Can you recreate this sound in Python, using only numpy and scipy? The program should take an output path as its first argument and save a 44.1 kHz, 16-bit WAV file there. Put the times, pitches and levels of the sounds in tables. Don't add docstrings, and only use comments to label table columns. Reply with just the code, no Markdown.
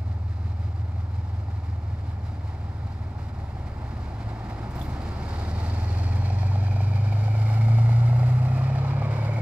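import sys
import numpy as np
from scipy import signal
from scipy.io import wavfile
from scipy.ndimage import uniform_filter1d

SR = 44100
rng = np.random.default_rng(int(sys.argv[2]) if len(sys.argv) > 2 else 0)


def wav_out(sig):
    wavfile.write(sys.argv[1], SR, np.round(np.clip(np.atleast_2d(sig).T, -1, 1) * 32767).astype(np.int16))


N = 414981
T = np.arange(N) / SR
SLOW = T[::100]

# t/s, firing rate f/Hz
FIRING_RATE = [(0.0, 81.59), (0.82, 82.02), (2.0, 79.17), (3.1, 76.49), (3.5, 71.32), (3.86, 66.14),
               (4.15, 66.24), (4.33, 59.0), (4.42, 52.81), (4.56, 56.41), (4.76, 61.58), (4.9, 67.76),
               (5.05, 71.31), (5.4, 77.23), (6.13, 88.38), (6.47, 95.39), (6.89, 97.74), (7.34, 107.36),
               (7.55, 109.48), (8.06, 118.93), (8.7, 132.39), (9.41, 146.11)]
# t/s, relative level/dB
EXHAUST_EFFORT = [(0, -26), (1.2, -26.5), (3.2, -31), (4.0, -28.5), (4.45, -30), (4.85, -26), (5.25, -29),
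                  (5.5, -25.5), (5.8, -23), (7.35, -21.5), (7.8, -16), (8.2, -17), (9.0, -15), (9.41, -21)]
CYLINDERS = 12
ORDERS = [3, 5, 6, 7, 8, 9, 10, 11, 12, 13, 14, 15, 16, 17, 18, 19, 20, 21, 22, 24, 26, 27, 30, 33, 36]
ORDER_LEVELS = [-30, -24, -17.5, -25.5, -27, -9.5, -17.5, -16.5, 0.5, -28, -21, -5, -14.5, -12, -25, -9,
                -16, -7, -12.5, -7.5, -10, -7.5, -12, -17.5, -13]
STRAY_ORDERS = (8, 9, 10, 11, 13, 14, 16, 18, 19, 20, 22, 26)
# t/s, lope of one bank against the other/dB, unevenness of the cylinders/dB, orders 17-21/dB, orders above/dB
UNEVENNESS = [(0, -5.5, -27, -6, -4), (1.5, -6, -22, -1.5, -7.5), (2, -1, -15, 2.5, -12),
              (3.1, 3, -16, 1.5, -17), (3.6, 9, -6, -3, -14), (4.15, 5, -3, -5.5, -8),
              (4.45, -2, -9, -8, -14), (4.85, 8, -7, -6.5, 1.5), (5.3, 10, -6, -3, -8),
              (5.8, 4, -13, -9, 0), (6.3, 6, -16, 3, -2.5), (7.35, 5, -3.5, 2.5, -1.5),
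              (7.7, 2, -9.5, -11.5, -2), (8.4, 2.5, -3.5, -5.5, -7), (8.9, 1, -5, -9.5, -10),
              (9.41, -1, 6, -13, -17)]
# f/Hz, relative level/dB
PIPE_RESPONSE = [(25, -9), (40, -3), (55, -12), (68, -8), (82, -3.5), (97, 0), (111, -0.5), (125, -3),
                 (140, -13), (160, -21.5), (185, -32), (200, -25.5), (212, -20.5), (224, -13), (240, -24.5),
                 (290, -33)]
START_TURN, WEAK_TURN = -.112, .32
# t/s, depth (0-1)
HUNT_DEPTH = [(0, .7), (1.2, .85), (3.2, .8), (3.7, .5), (4.5, .5), (5, .01)]
HUNT_PER_TURN, HUNT_PUSH, HUNT_SWING = .82, .0051, .26
SAG_DB, SAG_S, SAG_WIDTH_S = -5, 4.8, 1
LOW_LAG = .27
LABOUR_LEAD, LABOUR_S, LABOUR_WIDTH_S = 1.5, 4.35, 1.5
# place in the cycle (cycles), relative level/dB
LOUD_CYLINDERS = [(0.086, -5), (.417, -2.5), (0.788, -1)]
CRACK_DB, CRACK_SHARE, IDLE_DB = -11.5, 0.43, -26
# rumble/dB, hiss/dB, fizz/dB
NOISE_LEVELS = [(0, -48.5, 1, -15, -26), (1.4, -47.5, -.5, -15, -26), (2.8, -46, -0.5, -15.5, -26),
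                (3.4, -45.5, 1, -16.5, -26), (4.6, -41.5, -1, -17, -28.5), (5.3, -39.5, -0.5, -13, -24),
                (5.75, -40, -1, -11.5, -21.5), (7.0, -42.5, -1, -10.5, -23.5), (7.6, -39.5, -5, -12, -20.5),
                (8.4, -39.5, -4, -16, -22), (8.95, -37, -4.5, -16, -30), (9.41, -37.5, -2.5, -16.5, -24)]
# lower f/Hz, upper f/Hz
NOISE_BANDS = [(170, 400), (400, 1500), (1500, 3000), (3000, 7000), (7000, 15500)]
CLATTER_DB, CLATTER_SHARE, HISS_REST_DB = -11, 0.19, -10
# f/Hz, relative spectral level/dB
HULL_SPECTRUM = [(30, -16), (60, -15), (110, -4), (160, -7), (230, -9.5), (330, -12), (460, -20),
                 (860, -15), (1050, -23), (1830, -30.5), (3250, -34.5), (5100, -35), (5800, -41.5),
                 (15600, -60.5)]
# f/Hz, width/Hz, lift/dB
PANEL_RESONANCES = [(210.7, 29, 3.5), (306, 12, 0), (1307, 316, 6.5), (1802, 250, 4.5), (2183, 380, 7.5),
                    (3880, 520, 2), (4820, 230, 1.5), (7340, 790, 3.5), (9570, 700, 4), (11900, 800, 5)]
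# t/s, delay/ms, share of the direct sound
GROUND_ECHO = [(0, 1.17, 0.12), (5.5, 1.16, 0.14), (6.4, 1.2, 0.42), (8.4, 1.474, 0.26), (9.41, 2.03, 0.31)]
# f/Hz, share that the two microphone ports hear alike
PORT_COHERENCE = [(60, 0.96), (200, 1), (400, 0.9), (800, 1), (1200, 0.68), (1700, 0.75), (3000, 0.59),
                  (7000, 0.52), (15000, 0.43)]
# f/Hz, left minus right/dB
PORT_LEVEL_DIFFERENCE = [(200, -0.5), (380, 0.2), (700, 1), (1290, -3), (2380, -3), (4400, -3),
                         (8120, -1.5), (15000, -4)]
# f/Hz, lead of the left port/rad
PORT_PHASE_LEAD = [(150, 0), (400, 0.25), (800, -0.85), (1460, -1.07), (2410, -0.7), (2840, 0),
                   (3360, -2.5), (3900, -1.2), (6000, -1.1), (10600, -1.4), (15200, 0.3)]
# t/s, added left phase/rad
TURN_PHASE = [(5, -0.12), (6.3, -1.19)]
TURN_ABOVE_HZ = 3400
# t/s, relative level/dB, ring f/Hz
EXHAUST_POPS = [(1.484, -36, 805), (2.546, -37.5, 770), (3.375, -42, 686), (3.568, -37, 760),
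                (4.276, -36, 759), (4.333, -40, 876), (4.501, -44, 860), (6.221, -30, 815),
                (6.304, -30, 732), (6.432, -26.5, 733), (6.517, -30.5, 890), (6.557, -28, 760),
                (6.637, -32, 740), (6.683, -31, 746), (6.729, -35, 800), (6.763, -28, 664),
                (6.805, -24.5, 750), (6.93, -35, 764), (7.012, -33, 780), (7.123, -31, 756),
                (7.167, -33, 717), (7.281, -29, 754), (7.352, -32, 587), (7.501, -29, 730),
                (7.575, -29, 750), (7.685, -33, 743), (7.785, -26.5, 720), (7.893, -27.5, 745),
                (7.927, -34, 810), (8.03, -30.5, 770), (8.129, -27.5, 760), (8.195, -29.5, 754),
                (8.23, -29, 725), (8.293, -33, 770), (8.422, -31, 708), (8.456, -28.5, 700),
                (8.517, -33, 643), (8.546, -40, 690), (8.576, -33, 563), (8.612, -34, 1000),
                (8.699, -35, 568), (8.756, -31, 716), (8.847, -26.5, 800), (8.907, -31, 1030),
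                (8.933, -31, 780), (8.964, -38, 690), (9.02, -25.5, 810), (9.054, -36, 650),
                (9.081, -32, 700), (9.136, -31, 596), (9.186, -26, 560), (9.224, -30, 890),
                (9.251, -30, 615), (9.292, -25, 570), (9.384, -33, 583)]
POP_S = 0.0014
PIPE_HUM_HZ, PIPE_HUM_FROM_S, PIPE_HUM_TO_S = 110, 4.3, 4.7
PIPE_HUM_DB, PIPE_HUM_RISE_DB_PER_S, PIPE_HUM_FALL_DB_PER_S = -36.5, 22.5, 32
# start t/s, end t/s, start f/Hz, end f/Hz, width/Hz, lift/dB
SLIDING_SWELLS = [(6.65, 8.35, 2470, 2100, 250, 5), (5.8, 7.4, 2470, 2370, 180, 7),
                  (5.37, 6.67, 4500, 4300, 250, 6.5), (7.9, 9.13, 2550, 2420, 180, 5),
                  (8.9, 10.15, 2380, 2020, 170, 10.5), (4.6, 6.3, 4740, 4450, 410, 4.5),
                  (5.25, 5.8, 3750, 3840, 320, 4.5), (5.2, 6.9, 5600, 5900, 630, 4),
                  (4.3, 5.17, 350, 316, 74, 5), (5.14, 6.9, 1950, 2000, 130, 5),
                  (5.04, 8.6, 470, 473, 166, 5.5), (8.67, 10.4, 464, 690, 100, 6),
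                  (6.4, 7.8, 11900, 12100, 1500, 4)]
RAP_S, RAP_SPREAD_DB, RAP_THIRD_DB, RAP_REST = .006, 3, 4, .6
# t/s, relative level/dB, t60/s
TRACK_SCRAPES = [(4.496, -54, .1), (4.705, -52, 0.17), (4.75, -50, 0.11), (4.791, -47, .1),
                 (4.813, -45, 0.13), (4.895, -51, .2), (5.015, -52, .12), (5.083, -48, 0.064),
                 (5.302, -59, 0.089), (5.369, -56, .08), (5.393, -50, .08)]
# t/s, relative level/dB, top ring f/Hz
LINK_SQUEAKS = [(4.693, -65, 13900), (4.755, -57, 13850), (4.79, -53, 14100), (4.824, -56, 14050),
                (4.85, -58, 14100)]
# share of the top ring's pitch, relative level/dB, t60/s
LINK_MODES = [(1, 0, .1), (.885, -17, .25), (.727, -13, .25)]
# t/s, relative level/dB, ring f/Hz, t60/s
LINK_KNOCK = (4.8134, -45, 3450, .06)
EDGE_HZ = 15650


def gain_of(db):
    return 10 ** (np.asarray(db) / 20)


def curve(rows, t):
    s, *columns = np.transpose(rows)
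    return [np.interp(t, s, c) for c in columns]


def read(points, hz):
    f, value = np.transpose(points)
    return np.interp(np.log(hz + 1), np.log(f + 1), value)


def bump(x, middle, width):
    return np.exp(-.5 * ((x - middle) / (width / 2)) ** 2)


def wander(hz):
    low_pass = signal.butter(2, hz, fs=SR / 100, output="sos")
    drift = signal.sosfiltfilt(low_pass, rng.standard_normal(len(SLOW) + 800))[400:-400]
    return drift / drift.std()


def spectrum(x):
    return signal.stft(x, SR, nperseg=2048, noverlap=1536)


def crank():
    turns = START_TURN + np.cumsum(curve(FIRING_RATE, T)[0]) / SR / CYLINDERS
    hunt = np.pi + 2 * np.pi * HUNT_PER_TURN * turns
    depth = curve(HUNT_DEPTH, T)[0]
    return turns + HUNT_PUSH * depth * np.sin(hunt), depth * np.cos(hunt)


def exhaust(turns, surge):
    cycle_hz = curve(FIRING_RATE, SLOW)[0] / CYLINDERS
    effort_db = curve(EXHAUST_EFFORT, SLOW)[0]
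    lope_db, uneven_db, upper_db, top_db = curve(UNEVENNESS, SLOW)
    out = np.zeros(N)
    for order, db in zip(ORDERS, ORDER_LEVELS):
        minor = order % 3 != 0
        level_db = effort_db + db + read(PIPE_RESPONSE, order * cycle_hz)
        level_db += (order == 6) * lope_db + (16 < order < 22) * upper_db + (order > 21) * top_db
        level_db += (order in STRAY_ORDERS) * uneven_db + (.4 + 1.2 * minor) * wander(4)
        level_db += (order == 15) * SAG_DB * bump(SLOW, SAG_S, SAG_WIDTH_S)
        phase = (.06 + .2 * minor) * wander(3)
        phase += (order != 12) * LABOUR_LEAD * bump(SLOW, LABOUR_S, LABOUR_WIDTH_S)
        phase += np.pi - 2 * np.pi * order * WEAK_TURN if minor else LOW_LAG * min(order - 12, 0)
        tone = np.cos(2 * np.pi * order * turns + np.interp(T, SLOW, phase))
        out += np.interp(T, SLOW, gain_of(level_db)) * tone
    return np.sqrt(2) * (1 + HUNT_SWING * surge) * out


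def load(t):
    return gain_of(CRACK_DB + CRACK_SHARE * (curve(EXHAUST_EFFORT, t)[0] - IDLE_DB))


def cracks(turns):
    out = np.zeros(N)
    for place, db in LOUD_CYLINDERS:
        at = np.flatnonzero(np.diff(np.floor(turns - place)) > 0)
        size, slip = rng.standard_normal((len(at), 2)).T
        at = np.clip(at + (slip * .0012 * SR).astype(int), 0, N - 1)
        out[at] += gain_of(db + 1.2 * size)
    return 60 * out * load(T)


def hull_colour(t, hz):
    roar_db, rumble, hiss, fizz = curve(NOISE_LEVELS, t)
    clatter = CLATTER_DB + CLATTER_SHARE * (hiss - HISS_REST_DB)
    panels_db = sum(db * bump(hz, f, width) for f, width, db in PANEL_RESONANCES)
    body = gain_of(read(HULL_SPECTRUM, hz) + panels_db)
    held_db = [10 * np.log10(np.sum(body[(hz >= lo) & (hz < hi)] ** 2) / len(hz)) for lo, hi in NOISE_BANDS]
    wanted_db = np.array([rumble, 0 * t, clatter, hiss, fizz]) + roar_db - np.array(held_db)[:, None]
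    middles = np.sqrt(np.prod(NOISE_BANDS, axis=1))
    return body[:, None] * gain_of([read(np.c_[middles, column], hz) for column in wanted_db.T]).T


def roar(turns, surge):
    firing = 0.24 * np.cos(2 * np.pi * CYLINDERS * turns)
    thirds = 0.25 * np.cos(2 * np.pi * 3 * (turns - .087))
    puffs = 1 + load(T) * (firing + thirds)
    rattle = gain_of(np.interp(T, SLOW, 0.88 * wander(50) + 0.94 * wander(13)) + 0.98 * surge)
    noise = rng.standard_normal((2, N))
    hz, t, smooth = spectrum(noise)
    pulsed = spectrum(noise * puffs * rattle)[2]
    rapped = spectrum(noise * raps(turns))[2]
    treble = np.clip(np.log2(hz / 420 + 1e-9) / 3.1, .1, 1)[:, None]
    mixed = smooth + treble * (pulsed - smooth)
    lift_db = swells(hz, t)
    rap_share = np.clip(lift_db / 6, 0, 1) * (hz[:, None] > 1700)
    common, private = mixed + rap_share * (rapped - mixed)
    common = common + spectrum(cracks(turns))[2] / (1 + ((hz - 780) / 250) ** 2)[:, None]

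    same = np.clip(read(PORT_COHERENCE, hz), -1, 1)[:, None]
    turn_phase = np.outer(hz > TURN_ABOVE_HZ, curve(TURN_PHASE, t)[0])
    left = common * np.exp(1j * (read(PORT_PHASE_LEAD, hz)[:, None] + turn_phase))
    right = same * common + np.sqrt(1 - same ** 2) * private
    colour = hull_colour(t, hz) * gain_of(lift_db)
    delay_ms, share = curve(GROUND_ECHO, t)
    soft = np.clip(share, 0, 1) * np.exp(-hz / 6000)[:, None]
    out = []
    for ear, side in ((left, 1), (right, -1)):
        delay_s = delay_ms * (1 - .02 * side) / 1000
        echo = (1 + soft * np.exp(-2j * np.pi * hz[:, None] * delay_s)) / np.sqrt(1 + soft ** 2)
        out.append(ear * colour * echo * gain_of(side * read(PORT_LEVEL_DIFFERENCE, hz) / 2)[:, None])
    return signal.istft(np.array(out), SR, nperseg=2048, noverlap=1536)[1][:, :N]


def pops():
    out, t = np.zeros(N), np.arange(600) / SR
    for s, db, hz in EXHAUST_POPS:
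        envelope = (t / POP_S) * (np.exp(1 - t / POP_S) + 0.18 * np.exp(-t / .003))
        out[round(s * SR):][:600] += gain_of(db) * envelope * np.sin(2 * np.pi * hz * t)
    return out


def pipe_hum():
    rise_db = PIPE_HUM_RISE_DB_PER_S * np.maximum(PIPE_HUM_FROM_S - T, 0)
    fall_db = PIPE_HUM_FALL_DB_PER_S * np.maximum(T - PIPE_HUM_TO_S, 0)
    db = PIPE_HUM_DB - rise_db - fall_db + np.interp(T, SLOW, 1.7 * wander(6.0))
    return np.sqrt(2) * gain_of(db) * np.sin(2 * np.pi * PIPE_HUM_HZ * T)


def swells(hz, t):
    out = 0
    for start, end, from_hz, to_hz, width, db in SLIDING_SWELLS:
        way = np.clip((t - start) / (end - start), 0, 1)
        middle_hz = from_hz + (to_hz - from_hz) * way
        out = out + db * abs(np.sin(np.pi * way)) ** 0.74 * bump(hz[:, None], middle_hz, width)
    return out


def raps(turns):
    at = np.flatnonzero(np.diff(np.floor(CYLINDERS * turns)) > 0)
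    thirds = np.cos(6 * np.pi * (turns[at] - LOUD_CYLINDERS[1][0]))
    hits = np.zeros(N)
    hits[at] = gain_of(RAP_SPREAD_DB * rng.standard_normal(len(at)) + RAP_THIRD_DB * thirds)
    gate = signal.lfilter([1], [1, -np.exp(-1 / (RAP_S * SR))], hits)
    gate = RAP_REST + gate / gate.std()
    return gate / np.sqrt(np.mean(gate ** 2))


def links():
    out, t = np.zeros((2, N)), np.arange(SR // 5) / SR
    rings = [(s, peak_db + db, share * top_hz, t60)
             for s, peak_db, top_hz in LINK_SQUEAKS for share, db, t60 in LINK_MODES]
    for s, db, hz, t60 in rings + [LINK_KNOCK]:
        shared, left, right, tick = rng.standard_normal((4, len(t)))
        rough = 0.95 + 12.0 * uniform_filter1d(shared + 1.4 * np.array([left, right]), 200)
        ring = rough * np.minimum(t / 0.0019, 1) * np.sin(2 * np.pi * hz * t)
        ring = ring + 0.12 * tick * np.exp(-t / 0.0038)
        out[:, round(s * SR):][:, :len(t)] += gain_of(db - 60 * t / t60) * ring
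    band = signal.butter(1, (1700, 9000), "band", fs=SR, output="sos")
    for s, db, t60 in TRACK_SCRAPES:
        grit = signal.sosfilt(band, rng.standard_normal((2, len(t)))) * np.minimum(t / 0.0037, 1)
        out[:, round(s * SR):][:, :len(t)] += gain_of(db - 60 * t / t60) * grit
    return out * gain_of([[-1.5], [1.5]])


def scene():
    turns, surge = crank()
    boom = exhaust(turns, surge) + pops() + pipe_hum()
    left_boom = np.pad(boom, (3, 0), "edge")[:N]
    return np.array([left_boom, boom]) + roar(turns, surge) + links()


def record(dry):
    low_pass = signal.firwin(1023, EDGE_HZ, window=("kaiser", 10), fs=SR)
    padded = np.pad(dry, ((0, 0), (600, 600)), "reflect")
    return signal.oaconvolve(padded, low_pass[None], "same")[:, 600:-600]


dry = scene()
out = record(dry)
wav_out(out)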